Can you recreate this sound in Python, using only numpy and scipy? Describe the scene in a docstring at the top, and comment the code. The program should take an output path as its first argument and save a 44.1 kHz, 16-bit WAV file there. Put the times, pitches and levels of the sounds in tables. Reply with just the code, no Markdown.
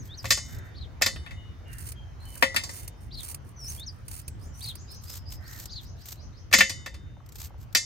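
"""In an open yard, small birds whistle over a low rumble while a small knife scrapes at dried coconut.
Slices drop onto a wide steel plate, bounce and leave it ringing, and a crow caws far away.
After a second the microphone steps back; the blade crunches on, snapping the hard fibres push by push.
Another slice lands, the birds get busier, and near 5 s the microphone comes close again.
At 6.5 s the heaviest piece makes the whole plate thump; one more cut and a last clink follow."""
import sys
import numpy as np
from scipy import signal
from scipy.fft import rfft, irfft
from scipy.io import wavfile
from scipy.ndimage import uniform_filter1d

SR = 44100
rng = np.random.default_rng(int(sys.argv[2]) if len(sys.argv) > 2 else 0)


def master(y):
    """Save y as 16-bit WAV."""
    cut = np.clip(np.atleast_2d(y).T, -1, 1)
    pcm = np.round(cut * 32767)  # scale
    wavfile.write(sys.argv[1], SR, pcm.astype(np.int16))


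N = 346185

# Pushes of the blade, light or hard. Each row: start in seconds, length in seconds, force in dB.
BLADE_PUSHES = [(0.006, 0.073, -52.5), (.16, 0.15, -47), (0.425, 0.13, -49.5), (.63, .05, -61.5),
                (1.679, 0.22, -45), (2.201, 0.24, -46), (2.617, 0.22, -42.5), (2.96, 0.099, -60),
                (3.139, 0.18, -40.5), (3.413, 0.094, -60.5), (3.589, 0.18, -40), (3.82, 0.19, -65.5),
                (4.05, .15, -43), (4.377, 0.095, -58), (4.537, 0.16, -40.5), (4.889, 0.058, -51),
                (5.012, 0.16, -40.5), (5.284, 0.061, -44.5), (5.41, 0.22, -42.5), (5.68, 0.1, -67),
                (5.794, 0.05, -50), (5.965, 0.055, -57.5), (6.035, .1, -42.5), (7.32, 0.14, -41),
                (7.577, 0.059, -53)]
# Larger cracks ahead of the blade. Each row: start in seconds, relative peak level in dB.
COCONUT_CRACKS = [(.547, -49), (0.585, -43), (1.73, -40), (1.7822, -42), (1.887, -37), (1.9187, -32.5),
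                  (2.252, -44.5), (2.877, -28.5), (3.2315, -35.5), (3.3443, -28.5), (3.796, -36),
                  (4.081, -34), (4.113, -34), (4.138, -39), (4.279, -29), (4.753, -34.5), (5.036, -41),
                  (5.3215, -33.5), (5.6275, -51), (5.6555, -30.5), (6.0548, -38), (6.0847, -33),
                  (6.119, -35), (7.261, -47.5), (7.289, -44), (7.321, -42.5), (7.355, -38), (7.383, -40.5),
                  (7.726, -43)]
# The tone of the crunch from nearby and from farther back. Each row: frequency in Hz, level in dB.
CRUNCH_NEAR = [(1470, -9), (2500, -9), (4370, -2.5), (7190, -2), (9080, -2.5), (9890, -16), (11800, -3),
               (13800, 0.5), (15200, -6), (16000, -4)]
CRUNCH_FAR = [(880, -14), (1500, -14.5), (2830, -6.5), (3590, -16.5), (4290, -6.5), (7690, -5), (9010, 3),
              (10800, -7), (13900, -4), (16000, -5)]


def cutting(level_db=-1.5, snaps_per_s=800, snap_s=0.0027, hiss=0.74, crack_db=-5, crack_s=0.0025):
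    """Fibres part in a dense run of tiny snaps as the blade advances, with a larger crack now and then."""
    pressure = np.zeros((1, N))
    for start, length, force_db in BLADE_PUSHES:
        add(pressure, start, push(length, force_db))
    snaps = (rng.random(N) < snaps_per_s / SR) * amp(3 * np.minimum(rng.exponential(1, N), 3))
    grains = signal.lfilter([1], [1, -np.exp(-1 / (snap_s * SR))], snaps)  # each snap dies away
    loudness = unit(unit(grains) + hiss) * stick_slip() * pressure * amp(level_db)
    t = np.arange(2048) / SR
    crack = t / crack_s * np.exp(1 - t / crack_s)
    for start, db in COCONUT_CRACKS:
        add(loudness, start, amp(db + crack_db) * crack[None])
    far, noise = far_share(), stereo_noise(N, likeness=0.63)
    tone = (1 - far) * unit(colour(noise, CRUNCH_NEAR)) + far * unit(colour(noise, CRUNCH_FAR))
    crunch = loudness * tone
    return crunch + amp(-15) * yard_echo(crunch, t60=0.063)


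def push(length, force_db, soft_start_db=-21, build_share=0.59, release_db_per_s=643.5):
    """Pressure on the blade builds, holds, and drops when the coconut gives way."""
    t = np.arange(0, length + .1, 1 / SR)
    still_to_build = np.maximum(1 - t / (build_share * length), 0)
    release_db = release_db_per_s * np.maximum(t - length, 0)
    return amp(force_db + soft_start_db * still_to_build - release_db)[None]


def stick_slip(depth_db=3.5):
    """The blade catches and lets go every few milliseconds."""
    return unit(amp(depth_db * unit(uniform_filter1d(rng.standard_normal(N), 260))))


# Slices landing and bouncing. Each row: start in seconds, then strength, weight of the flat face,
# sharpness of the edge and long ring, all in dB. Lying flat muffles the ring; a hit near the rim frees it.
SLICE_LANDINGS = [(0.2425, -44.5, 9.5, 0, 4), (0.254, -35, -20, -2, 0), (0.3053, -22, -9.5, 6.5, -1),
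                  (0.319, -27.5, -27, 5.5, 2.5), (0.373, -43.5, 2.5, 8, -12), (1.013, -35.5, 6, -7.5, -4),
                  (1.0205, -20, -14.5, 1.5, -7), (1.0615, -26, -7.5, 5.5, -1.5),
                  (1.16, -36.5, -15, -22, 14), (1.262, -41, -15.5, -18, -15), (1.308, -44, -12.5, -12, 11),
                  (2.4243, -16.5, -5, -9, -3), (2.544, -47, 10.5, 9, -1), (2.562, -21.5, -19.5, -2.5, -8),
                  (2.636, -49, -0.5, 17, 1.5), (2.692, -44, -5, 3.5, 21), (6.513, -46, 2, -1, 0),
                  (6.5275, -17.5, -17.5, -6.5, 9.5), (6.5362, -13.5, -11, -1, 8),
                  (6.585, -24.5, -8, 5.5, 1.5), (6.606, -10.5, -18.5, -14.5, -9.5),
                  (6.695, -39.5, -5.5, 10.5, -4), (6.8605, -38, -3.5, -2.5, -6), (6.942, -53, -1, 3.5, -11),
                  (7.7492, -21, -13.5, 4.5, -10), (7.768, -52, -6, 31, 6)]
# The thud, knock, clank, clink and tick of a landing. 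Each row: lowest and highest frequency in Hz.
LANDING_BANDS = [(150, 380), (380, 1200), (1200, 3500), (3500, 9000), (9500, 16500)]
# How those five bands answer a hit. Each row: level in dB, share of the weight, share of the sharpness,
# left minus right in dB.
BAND_ANSWERS = [(-11.5, 0.73, 0.2, -0.5), (0, 0.96, 0, 4.5), (2, 0.055, 0.015, 0.5), (0, 0, 0.99, 1),
                (-7, 0.013, 0.76, -0.2)]


def landings(level_db=-1.9, rise_s=0.0009, chatter=0.12, chatter_s=0.011, tap_db=2, tap_s=0.00058):
    """Each slice rings the plate: a hard edge brings out the treble, a flat face the low notes."""
    out, t = np.zeros((2, N)), np.arange(1 << 15) / SR
    hz, mode_db, t60, waves = plate_modes(t)
    lasting = np.minimum(t60 / .42, 1) ** 2  # notes lasting 0.42 s or more are muffled or freed fully
    fade_in_out = (1 - np.exp(-t / rise_s)) * np.minimum(1, 10 * (t[-1] - t))
    for start, strength_db, weight_db, sharp_db, ring_db in SLICE_LANDINGS:
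        ring = plate_ring(t, hz, mode_db + ring_db * lasting, waves) * fade_in_out
        ring += amp(tap_db) * np.exp(-t / tap_s) * rng.standard_normal(len(t))
        # a curved slice touches again a few milliseconds after it lands
        delay = int(chatter_s * rng.uniform(.5, 1) * SR)
        ring += chatter * np.pad(ring, ((0, 0), (delay, 0)))[:, :len(t)]
        for (lo, hi), (db, by_weight, by_edge, left_db) in zip(LANDING_BANDS, BAND_ANSWERS):
            gain = amp(strength_db + db + by_weight * weight_db + by_edge * sharp_db)
            balance = amp([[left_db / 2], [-left_db / 2]])
            add(out, start, gain * balance * unit_attack(band(ring, lo, hi)))
    return out * amp(level_db)


# The plate's clear notes (modes). Each row: pitch in Hz, relative level in dB,
# seconds to fade by 60 dB (called t60).
CLEAR_MODES = [(200, -13, 0.1), (535, -13, 0.22), (1130, -7, 0.08), (1432, -5, 0.09), (1787, 0, 0.12),
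               (1829, 2.5, 0.13), (1959, -13, 0.55), (2005, -7, 0.33), (2085, -3, 0.24), (2116, -17, 0.7),
               (2288, -4, 0.1), (2508, -6, 0.08), (2622, -1, 0.13), (2671, -2, 0.13), (2988, -23, 0.6),
               (3054, -4, 0.14), (3453, -7, 0.13), (3499, -5, 0.14), (3622, -11, 0.25), (3639, -27, 1.6),
               (3815, -12, 0.2), (3822, -33, 1.1), (4265, -6, 0.13), (4549, -2, 0.18), (4705, 0, 0.16),
               (4975, -5, 0.25), (5230, -3, 0.17), (5566, -13, 0.37), (5967, -7, 0.2), (6469, -5, 0.16),
               (7199, -6, 0.22), (7505, -7, 0.2), (8027, -19, 0.42), (8619, -5, 0.15)]
# The tone of its crowd of weaker notes. Each row: frequency in Hz, relative level in dB.
CROWD_TONE = [(88, -41), (150, -18.5), (222, -3.5), (431, -33.5), (534, -11.5), (820, -21.5), (1100, -20),
              (1600, -16), (1790, -2), (2650, -9), (2810, -18.5), (4860, -8), (7470, -15), (10000, -29.5),
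              (12900, -28.5), (16000, -35)]
# How long that crowd rings. Each row: frequency in Hz, typical t60 in seconds.
CROWD_FADE = [(200, 0.11), (1000, 0.062), (2500, 0.061), (5500, 0.45), (9000, 0.39), (14000, 0.039)]


def plate_modes(t, count=320, crowd_db=-13, scatter_db=4, t60_scatter=0.12):
    """Steel rings at many pitches at once, each a fading wave in a sine and a cosine version."""
    hz = rng.uniform(500, 16000, count)
    peak_db = max(db for _, db in CROWD_TONE)
    db = crowd_db + read(CROWD_TONE, hz) - peak_db + scatter_db * rng.standard_normal(count)
    t60 = read(CROWD_FADE, hz) * np.exp(t60_scatter * np.clip(rng.standard_normal(count), -2, 2))
    hz, db, t60 = np.vstack([CLEAR_MODES, np.transpose([hz, db, t60])]).T
    angle = np.float32(2 * np.pi * np.outer(hz, t))
    decay = np.exp(np.float32(-np.log(1000) * np.outer(1 / t60, t)))
    return hz, db, t60, np.vstack([np.sin(angle) * decay, np.cos(angle) * decay])


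def plate_ring(t, hz, db, waves, uneven_db=3, crack_s=0.011, wash_t60=0.087, linger_t60=0.37):
    """One hit on the plate; a random mix of its notes stands for the spot that is struck."""
    size = amp(db + uneven_db * rng.standard_normal(len(hz)))
    spread = 1 + (hz / 16000) ** 2  # short waves reach the two ears less alike
    phase = rng.uniform(0, 2 * np.pi, len(hz)) + spread * rng.uniform(-0.9, 1, (2, len(hz)))
    ring = np.float32(np.hstack([size * np.cos(phase), size * np.sin(phase)])) @ waves
    # the crack of the contact, then its scatter from the surroundings
    crack = amp(5) * np.exp(-t / crack_s)
    scatter = amp(-9 - 60 * t / wash_t60) + amp(-26 - 60 * t / linger_t60)
    noise = unit(colour(stereo_noise(len(t), likeness=0.61), CROWD_TONE))
    return unit_attack(ring) + noise * (crack + scatter)


# Thumps from the heaviest piece. Each row: start in seconds, level in dB.
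PLATE_THUMPS = [(6.531, -32.5), (6.584, -25.5), (6.605, -25)]


def thumps(hz=205, rise_s=.004, t60=.13):
    """The whole plate rocks against the woven cot under it: a low note that dies quickly."""
    out, t = np.zeros((2, N)), np.arange(SR // 4) / SR
    note = np.sin(2 * np.pi * hz * t) * (1 - np.exp(-t / rise_s)) * amp(-60 * t / t60)
    for start, db in PLATE_THUMPS:
        add(out, start, amp(db) * note[None])
    return out


# The microphone steps back and aside. Each row: time in seconds, position from 0 (close) to 1 (far).
MIC_PATH = [(1.1, 0), (1.3, 1), (4.85, 1), (5.1, 0)]


def far_share():
    """How far the microphone has moved away at each moment."""
    return np.interp(np.arange(N) / SR, *np.transpose(MIC_PATH))


# The microphone's two openings. Each row: frequency in Hz, radians by which the left one is ahead.
LEFT_LEAD = [(700, 0), (1400, -1.1), (2100, .1), (4400, .6), (7100, 0), (9700, -3.1), (12700, -6.1),
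             (14000, -6.6), (16000, -9.4)]
# The balance at the far position. Each row: frequency in Hz, left minus right in dB.
FAR_BALANCE = [(300, -7), (900, 13.5), (2000, 4.5), (4000, 2), (7000, -4), (9200, -13.5), (12000, -0.5)]


def microphone(x, lag_s=.000455, lag_below_hz=8790):
    """The two sides hear a little out of step; from afar, all but the top treble reaches the right late."""
    hz, left_right = np.fft.rfftfreq(N, 1 / SR), np.array([[.5], [-.5]])
    close = rfft(x) * np.exp(1j * read(LEFT_LEAD, hz) * left_right)
    lag_phase = 2 * np.pi * lag_s * np.minimum(hz, lag_below_hz)
    aside = close * np.exp(1j * lag_phase * left_right) * amp(read(FAR_BALANCE, hz) * left_right)
    far = far_share()
    return (1 - far) * irfft(close, N) + far * irfft(aside, N)


# The shape of each named chirp. Each row: seconds into the chirp, base pitch in Hz, relative level in dB.
CHIRP_SHAPES = { "swoop": [(0, 6420, -9), (.025, 6100, -7), (.065, 5600, 1.5), (.1, 5393, 3.5),
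                (.138, 6640, 6), (.155, 6060, 0.5), (.175, 5000, -11.5)], "hook": [(0, 3250, -22),
                (.025, 3600, -8), (.055, 3900, -6), (.068, 4650, -6), (.076, 5400, -32), (.087, 6700, -32),
                (.093, 6500, -6), (.11, 5400, 1), (.125, 4850, -6), (.135, 4800, -22)],
                "twitter": [(0, 3000, -20), (.012, 3750, -7), (.026, 4700, -5), (.046, 4500, 1),
                (.054, 3750, -4), (.063, 4200, -12), (.072, 4300, 2), (.095, 3800, 1), (.121, 3000, -12)],
                "rise": [(0, 3800, -5), (.035, 4600, 0), (.07, 6200, 1), (.095, 6700, -1)],
                "peep": [(0, 4750, -10), (.025, 4950, 0), (.06, 5200, -4)], "pipe": [(0, 3050, -8),
                (.025, 3050, 0), (.07, 3020, -4), (.17, 3000, -12)], "chup": [(0, 1870, 4),
                (.006, 1200, -3), (.016, 750, -11)], }
# Each chirp's perch and voice. Each entry: share of yard echo, rasp as a share of the pitch.
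CHIRP_VOICES = {"swoop": (.3, .006), "hook": (.2, .008), "twitter": (.25, .04), "rise": (.88, .025),
                "peep": (.85, .012), "pipe": (.5, .002), "chup": (.2, .16)}
# The birdsong. Each row: start in seconds, chirp name, level in dB, pitch multiplier.
BIRD_CHIRPS = [(-.135, "swoop", -50.5, 1), (0.083, "hook", -36.5, 0.97), (.74, "twitter", -44.5, 0.98),
               (1.36, "pipe", -50, 0.97), (1.65, "pipe", -52.5, 0.93), (1.952, "pipe", -52.5, 1.05),
               (2.189, "peep", -49.5, 0.84), (2.246, "pipe", -49, 1.0), (2.363, "chup", -48, 1),
               (2.96, "peep", -61, 1.07), (3.104, "twitter", -38, 1.014), (3.559, "swoop", -41, .97),
               (3.772, "hook", -33.5, 0.97), (4.219, "rise", -58.5, 1.24), (4.389, "rise", -55, 1.11),
               (4.52, "peep", -48.5, 1.19), (4.604, "twitter", -34, 1.005), (4.728, "rise", -49, 1.08),
               (4.87, "peep", -44, 1.03), (4.877, "rise", -45.5, .96), (5.066, "peep", -40.5, 1.02),
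               (5.253, "peep", -40.5, 1.015), (5.427, "rise", -49.5, 1.02), (5.639, "rise", -50, 1.02),
               (5.688, "twitter", -37, 1.043), (5.808, "rise", -51, 0.97), (5.968, "rise", -51, 0.97),
               (6.153, "rise", -51.5, 0.96), (6.32, "rise", -55, 0.95), (7.168, "chup", -48, 0.55),
               (7.203, "chup", -52, 0.74), (7.506, "chup", -47, 0.53), (7.543, "chup", -49, 0.56)]


def birds(level_db=-1, waver=.025, flutter_db=2.8, overtone_db=-33, far_db=-2, left_db=1):
    """Small birds sing nearly pure gliding whistles; the farther ones arrive blurred, mostly as echo."""
    direct, near, far = np.zeros((3, 2, N))
    for start, name, db, pitch in BIRD_CHIRPS:
        when, hz, shape_db = np.transpose(CHIRP_SHAPES[name])
        echo, rasp = CHIRP_VOICES[name]
        t = np.arange(0, when[-1], 1 / SR)
        buzz = unit(band(rng.standard_normal(len(t)), 300, 900))
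        wobble, flutter = unit(uniform_filter1d(rng.standard_normal((2, len(t))), 150, axis=1))
        glide_hz = pitch * np.interp(t, when, hz) * (1 + waver * echo * wobble + rasp * buzz)
        phase = 2 * np.pi * np.cumsum(glide_hz) / SR
        whistle = np.sin(phase) + amp(overtone_db) * np.sin(2 * phase)
        loudness = amp(db + np.interp(t, when, shape_db) + flutter_db * echo * flutter)
        note = (whistle * loudness * signal.windows.tukey(len(t), .1))[None]
        add(direct, start, np.sqrt(1 - echo) * note)
        add(near, start, np.sqrt(echo * (1 - echo ** 2)) * note)
        add(far, start, np.sqrt(echo) * echo * note)
    echoes = amp(far_db) * yard_echo(far, t60=.4) + yard_echo(near, t60=0.083)
    return amp(level_db) * (direct + echoes) * amp([[left_db], [-left_db]])


# The crow's calls. Each row: start in seconds, length in seconds, level in dB.
CROW_CAWS = [(.44, 0.27, -53.5), (1.643, 0.17, -54), (5.355, 0.25, -52.5)]
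# The tone of a caw. Each row: frequency in Hz, level in dB.
CAW_TONE = [(700, -26), (1200, -12), (1500, -3), (1850, 3), (2200, -10), (3000, -30), (8000, -70)]


def crow():
    """Hoarse caws from so far away that only their blurred echo arrives."""
    out = np.zeros((1, N))
    for start, length, db in CROW_CAWS:
        count = int(length * SR)
        rasp = unit(colour(rng.standard_normal((1, count)), CAW_TONE))
        add(out, start, amp(db) * rasp * signal.windows.tukey(count, .5))
    return yard_echo(out, t60=0.34)


# The tone of the open air. Each row: frequency in Hz, relative level in dB.
AIR_TONE = [(15, -34.5), (25, -9.5), (97, 0.5), (175, -17), (489, -27), (677, -26.5), (1700, -32),
            (2760, -39.5), (3080, -37), (3340, -43), (6380, -43.5), (7510, -56), (9070, -57.5),
            (12500, -56), (16000, -58)]
# How alike the air sounds in both ears. Each row: frequency in Hz, likeness from 0 to 1.
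AIR_LIKENESS = [(50, 1), (130, 0.34), (300, 0.53), (700, 0.015), (3000, 0.28), (12000, 0.095)]
# Its slow drift. Each row: time in seconds, relative hiss level in dB, relative rumble level in dB.
AIR_SWELL = [(0.0, -62, -45), (2.32, -62.5, -45.5), (2.58, -57, -47), (2.97, -64, -47), (4.5, -63.5, -44.5),
             (4.77, -63, -47.5), (5.84, -64, -45.5), (7.3, -67, -47.5), (7.85, -64, -49.5)]


def air(rumble_db=4, hiss_db=2, patchy_db=2.0, split_hz=300, low_cut_hz=40):
    """The outdoor background: a lumpy low rumble under a faint hiss, both swelling slowly."""
    frames, hz = N // 512 + 5, np.fft.rfftfreq(2048, 1 / SR)
    a, b, c, d, patches = rng.standard_normal((5, len(hz), frames))
    likeness = read(AIR_LIKENESS, hz)[:, None]
    left = a + 1j * b
    right = likeness * left + np.sqrt(1 - likeness ** 2) * (c + 1j * d)
    patches = unit(uniform_filter1d(uniform_filter1d(patches, 20, axis=0), 8, axis=1))
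    spectra = np.array([left, right]) * amp(read(AIR_TONE, hz)[:, None] + patchy_db * patches)
    low = 1 / (1 + (hz[:, None] / split_hz) ** 4)
    rumble, hiss = (signal.istft(spectra * share, nperseg=2048, noverlap=1536)[1][:, :N]
                    for share in (low, 1 - low))
    when, *levels = np.transpose(AIR_SWELL)
    hiss_swell, rumble_swell = (amp(np.interp(np.arange(N) / SR, when, db)) for db in levels)
    rumble = unit(band(rumble, low_cut_hz, 2000))
    hiss = hiss / np.std(band(hiss, 550, 1400))
    return amp(rumble_db) * rumble_swell * rumble + amp(hiss_db) * hiss_swell * hiss


def yard_echo(x, t60):
    """Scattered echoes from walls and ground, different at each ear."""
    t = np.arange(SR // 2) / SR
    bounces = rng.standard_normal((2, len(t))) * (rng.random((2, len(t))) < .05)
    bounces *= amp(-60 * t / t60) * (t > .004)
    return signal.fftconvolve(x, unit(bounces) / np.sqrt(len(t)), axes=1)[:, :N]


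def amp(db):
    """Turns decibels into a volume multiplier."""
    return 10 ** (np.asarray(db) / 20)


def unit(x):
    """Scales a sound to an average (rms) level of 1."""
    return x / np.sqrt(np.mean(x ** 2) + 1e-20)


def unit_attack(x):
    """Scales a sound so its first 10 milliseconds have an average (rms) level of 1."""
    return x / np.sqrt(np.mean(x[:, :SR // 100] ** 2))


def read(points, hz):
    """Looks up a frequency between a table's rows, spacing octaves evenly."""
    row_hz, value = np.transpose(points)
    return np.interp(np.log(hz + 1), np.log(row_hz), value)


def add(mix, start_s, sound):
    """Mixes a sound in at a given time."""
    start = round(start_s * SR)
    sound = sound[:, max(-start, 0):]
    part = mix[:, max(start, 0):][:, :sound.shape[1]]
    part += sound[:, :part.shape[1]]


def stereo_noise(count, likeness):
    """Left and right noises that are partly alike."""
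    left, other = rng.standard_normal((2, count))
    return np.array([left, likeness * left + np.sqrt(1 - likeness ** 2) * other])


def colour(x, tone):
    """Turns each frequency up or down as a tone table says."""
    hz = np.fft.rfftfreq(x.shape[-1], 1 / SR)
    return irfft(rfft(x) * amp(read(tone, hz)), x.shape[-1])


def band(x, lo, hi):
    """Keeps the frequencies between lo and hi Hz."""
    return signal.sosfilt(signal.butter(N=4, Wn=[lo, hi], btype="band", fs=SR, output="sos"), x)


def scene():
    """Plate and knife at the moving microphone, with birds, crow and open air behind."""
    return microphone(landings() + thumps() + cutting()) + birds() + crow() + air()


def record(dry):
    """The recorder rounds off the tallest peaks and cuts the highest treble."""
    ceiling, top_hz = .9, 16100
    rounded = dry / (1 + (dry / ceiling) ** 6) ** (1 / 6)
    low_pass = signal.firwin(201, top_hz, window=("kaiser", 9), fs=SR)
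    return signal.oaconvolve(rounded, low_pass[None], "same")


dry = scene()
out = record(dry)
master(out)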